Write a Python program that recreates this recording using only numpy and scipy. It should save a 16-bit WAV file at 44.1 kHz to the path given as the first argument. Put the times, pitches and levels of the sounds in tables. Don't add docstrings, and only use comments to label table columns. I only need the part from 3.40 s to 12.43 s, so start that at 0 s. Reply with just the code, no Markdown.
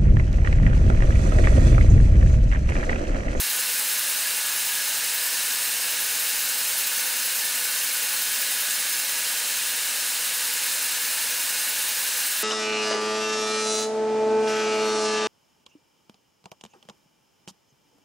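import sys
import numpy as np
from scipy import signal
from scipy.fft import rfft, irfft, next_fast_len
from scipy.io import wavfile
from scipy.ndimage import uniform_filter1d, map_coordinates

SR = 44100
rng = np.random.default_rng(int(sys.argv[2]) if len(sys.argv) > 2 else 0)


def transcribe(signal):
    frames = np.atleast_2d(signal).T
    limited = np.clip(frames, -1, 1)
    pcm = np.round(limited * 32767).astype(np.int16)
    wavfile.write(sys.argv[1], SR, pcm)


def makeup_ratio(level_db):
    decades = np.asarray(level_db, float) / 20
    return 10 ** decades


N = 398223

TOOTH_HZ, WHEEL_HZ, ROLLER_HZ = 1264.3, 5.19, 11.65
TOP_HZ = 15740

# multiple_of_tooth_rate, level_db, growth_db_per_db of bite depth
TOOTH_LINES = [(1, -59, 0), (2, -59, 0), (3, -56, 0), (4, -53, 0), (5, -47.5, 0), (6, -48.5, 0),
               (7, -49, 0), (8, -45, .3), (9, -45.5, 1.6), (10, -44.3, 2.3), (11, -46.5, 1.6),
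               (12, -42.8, 1.2)]
# cycles_per_turn, depth_db, phase_rad
WHEEL_RUNOUT = [(1, 0.9, 1.5), (2, 1.7, -1.3), (3, 0.6, -0.46), (4, 1.3, -1.4), (6, 1.3, -1.4)]
# pitch_hz, level_db
RING_MODES = [(234.1, -69), (251.1, -63), (296.6, -76), (311.2, -70), (481.7, -63), (646.3, -68),
              (688.7, -66), (818.1, -66), (853.6, -61), (863.4, -62), (933.8, -61), (946.8, -59),
              (957.7, -64), (1211.3, -60), (1222.2, -63), (1307.3, -62), (1351.1, -61), (1478.4, -51),
              (1652.4, -54), (1674.4, -48), (1724.8, -54), (1774.5, -52), (1910.3, -55), (1980.3, -56),
              (2166.1, -57), (2481.1, -52), (3063.0, -55), (3132.8, -54), (3598.7, -54), (4007.5, -52)]
# frequency_hz, gain_db
RUMBLE_COLOUR = [(20, -48), (40, -43), (92, -24), (195, -21.5), (350, -22), (460, -20), (490, -15.5),
                 (575, -16), (800, -14.5), (945, -16), (1160, -12), (1370, -12.5), (1450, -23),
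                 (1600, -120)]
# frequency_hz, gain_db
MACHINE_COLOUR = [(1100, -120), (1350, -7.5), (1450, -6.5), (1680, -3.5), (2080, -4.5), (2500, -6),
                  (2800, -3.5), (3100, -5), (3200, -8.5), (3450, -6.5), (3550, -6), (4090, -4), (4500, -5),
                  (5500, -9.5)]
# frequency_hz, gain_db
FIBRE_COLOUR = [(1500, -49), (4000, -10), (5200, -2.5), (5800, -5), (6500, -3.5), (7050, -4), (8410, -3.5),
                (9300, -2), (9800, -2.5), (11000, -2.5), (12000, -4.5), (13250, -5), (14400, -3),
                (15750, -4)]
# centre_hz, width_hz, gain_db
SPAN_MODES = [(6400, 200, 0), (6700, 130, 1), (7290, 150, 0), (7980, 220, 3), (8280, 120, -1),
              (8900, 200, 0), (9300, 220, 5.5), (10650, 350, -1), (14850, 350, 2.5)]
# centre_hz, width_hz, gain_db
BODY_MODES = [(484, 97, 6), (619, 54, 3), (855, 36, 7), (942, 46, 6), (990, 14, 6), (1033, 70, 5),
              (1216, 27, 2), (1480, 55, 6), (1645, 50, 0), (1668, 262, 6), (2164, 34, 4), (2271, 79, 7),
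              (2476, 52, 7), (2524, 25, 7), (2755, 70, 4), (2761, 387, 7), (2820, 63, 3), (3046, 51, 6),
              (3133, 23, 2), (3332, 150, 5), (3510, 30, 5), (3596, 89, 7), (3795, 134, 4), (4010, 440, 5),
              (4166, 69, 5), (4300, 90, 2), (4554, 58, 3), (5054, 141, 6), (5200, 61, 5), (5437, 111, 4)]
# start_s, level_db
CARRIAGE_LEVEL = [
    (0, -57),
    (5.5, -70),
    (7, -56),
    (9.03, -56),
]
# start_s, hiss_level_db
BITE_DEPTH = [(0, -30), (.35, -30), (1, -31.5), (2.3, -31.5), (3, -30.2), (3.6, -31), (4.3, -31.5),
              (4.8, -31), (5.4, -31.5), (6, -33.5), (7.3, -32.5), (8.4, -32), (9.03, -32)]
# middle_s, then centre_hz of each band concerned
CHANNEL_SPLITS = [(.104, 4650), (.173, 11700), (.545, 8300), (.777, 5150, 6300), (1.265, 12400),
                  (1.311, 7600, 12400), (1.427, 5450), (1.497, 9000, 10900), (1.683, 11700), (1.938, 5150),
                  (2.426, 4650), (3.401, 7600, 12700), (3.726, 4650), (3.889, 7600, 9000),
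                  (4.376, 5700, 13750), (4.864, 9000), (5.003, 15150), (5.351, 5700, 13100),
                  (5.537, 5700, 11700), (5.978, 6300, 13100), (6.187, 7600, 13100, 15000),
                  (6.605, 5700, 12050, 14450), (7.557, 6300), (7.581, 13100), (7.673, 14450),
                  (8.184, 4650, 10350), (8.602, 10350, 15150)]


def unit(x):
    return x / np.sqrt(np.mean(x ** 2) + 1e-20)


def along(points, hz):
    f, v = np.transpose(points)
    return np.interp(np.log(hz + 1), np.log(f + 1), v)


def level_curve(rows):
    s, db = np.transpose(rows)
    return np.interp(np.arange(N) / SR, s, db)


def wobble(rate):
    steps = np.arange(0, N + 64, 64)
    knots = rng.standard_normal(int(N * rate / SR) + 4)
    return np.interp(np.arange(N), steps, map_coordinates(knots, [steps * rate / SR]))


def filtered(x, response):
    m = next_fast_len(N + SR // 2)
    return irfft(rfft(x, m) * response(np.fft.rfftfreq(m, 1 / SR)), m)[..., :N]


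def rush(response, patchy_db):
    z = signal.stft(rng.standard_normal(N), nperseg=512)[2]
    field = uniform_filter1d(rng.standard_normal(z.shape), size=8, axis=0)
    field = uniform_filter1d(field, size=8, axis=1)
    patchy = signal.istft(z * makeup_ratio(patchy_db * unit(field)), nperseg=512)[1][:N]
    return unit(filtered(patchy, response))


def peak(hz, centre_hz, width_hz):
    return 2 / (np.pi * width_hz) / (1 + (2 * (hz - centre_hz) / width_hz) ** 2)


def ringing(centre_hz, width_hz):
    hz = np.fft.rfftfreq(next_fast_len(N), 1 / SR)
    chance = rng.standard_normal(len(hz)) + 1j * rng.standard_normal(len(hz))
    return unit(irfft(chance * peak(hz, centre_hz, width_hz) ** .52)[:N])


def resonant(hz, modes):
    return np.sqrt(1 + sum(makeup_ratio(db) ** 2 * w * peak(hz, c, w) for c, w, db in modes))


def shed(hz, depth_db, spacing_hz):
    knots = rng.uniform(-1.1, 1, int(SR / 20))
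    return makeup_ratio(depth_db * map_coordinates(knots, [hz / max(spacing_hz, 15)]))


def roller(hz, share):
    turn = np.round(hz / ROLLER_HZ).astype(int)
    uneven = rng.uniform(0, 1, turn[-1] + 1)[turn] ** 2 * 3
    lasting = peak(hz, turn * ROLLER_HZ, .25 + .00008 * hz)
    fleeting = peak(hz, turn * ROLLER_HZ, 3.5)
    return np.sqrt(1 + share * uneven * ROLLER_HZ * (lasting + fleeting) / 2)


def carriage_wheel():
    return makeup_ratio(level_curve(CARRIAGE_LEVEL)) * ringing(1042, 30)


def roar():
    def frame(hz):
        return resonant(hz, BODY_MODES) * roller(hz, share=.4) * shed(hz, depth_db=1.6, spacing_hz=20)

    low = rush(lambda hz: makeup_ratio(along(RUMBLE_COLOUR, hz)) * frame(hz), patchy_db=.5)
    mid = rush(lambda hz: makeup_ratio(along(MACHINE_COLOUR, hz)) * frame(hz), patchy_db=-0.26)
    return makeup_ratio(-14.5) * low + makeup_ratio(1.0) * mid


def narrow_modes():
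    t = np.arange(N) / SR
    rings = np.zeros(N)
    for hz, db in RING_MODES:
        rough = np.clip((hz - 300) / 900, .01, .75)
        drift_rad = .001 * hz * wobble(2.5)
        tone = np.sqrt(2) * np.sin(2 * np.pi * hz * t + drift_rad + rng.uniform(0, 2 * np.pi))
        level = makeup_ratio(db + 2.5 * rough * wobble(.9))
        shaken = ringing(hz, 2 + .0015 * hz)
        rings += level * (np.sqrt(1 - rough) * tone + np.sqrt(rough) * shaken)
    return rings


def machine():
    return makeup_ratio(-31) * (roar() + makeup_ratio(31.0) * narrow_modes()) + carriage_wheel()


def bite():
    angle = 2 * np.pi * WHEEL_HZ * np.arange(N) / SR
    return sum(db * np.cos(k * angle + rad) for k, db, rad in WHEEL_RUNOUT)


def tooth_whine(depth_db):
    whine = np.zeros(N)
    for k, db, grows in TOOTH_LINES:
        level = makeup_ratio(db + grows * (depth_db - depth_db.mean()) + 1.2 * wobble(9))
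        whine += level * ringing(k * TOOTH_HZ, 4.3 * k)
    return whine


def torn_fibres(depth_db, load_db):
    def colour(hz):
        grain = roller(hz, share=.09) * shed(hz, depth_db=1.1, spacing_hz=60)
        return makeup_ratio(along(FIBRE_COLOUR, hz)) * resonant(hz, SPAN_MODES) * grain

    hiss = rush(colour, patchy_db=0.77)
    bright = filtered(hiss, lambda hz: np.clip((hz - 8000) / 4000, 0, 1))
    steady = makeup_ratio(-25.5) * (hiss - bright) * makeup_ratio(0.092 * load_db)
    kerf = makeup_ratio(depth_db + 4.0 + 0.33 * load_db + 0.58 * wobble(60)) * bright
    return steady + kerf


def blade():
    depth_db = level_curve(BITE_DEPTH)
    load_db = bite() * (1 + 0.26 * wobble(1.53)) + 0.3 * wobble(11) + 0.18 * wobble(5.5)
    return torn_fibres(depth_db, load_db) + makeup_ratio(1.1 * load_db) * tooth_whine(depth_db)


def scene():
    mono = machine() + blade()
    return np.array([mono, mono])


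def top_cut(x):
    return signal.sosfilt(signal.butter(12, 17090, fs=SR, output="sos"), x)


def record(dry):
    half = 1024
    side = np.zeros(N + 2 * half)
    hz = np.fft.rfftfreq(2 * half, 1 / SR)
    window = np.sin(np.pi * np.arange(2 * half) / (2 * half))
    for s, *centres in CHANNEL_SPLITS:
        for centre_hz in centres:
            width_hz = min(0.19 * centre_hz, 1400)
            inside = abs(hz - centre_hz) < width_hz / 2
            band = irfft(rfft(rng.standard_normal(2 * half)) * inside)
            side[round(s * SR) - half:][:2 * half] += makeup_ratio(-43.5) * unit(band * window)
    mix = filtered(dry + side[:N] * [[1], [-1]], lambda f: f < TOP_HZ)
    return top_cut(mix)


dry = scene()
out = record(dry)
transcribe(out)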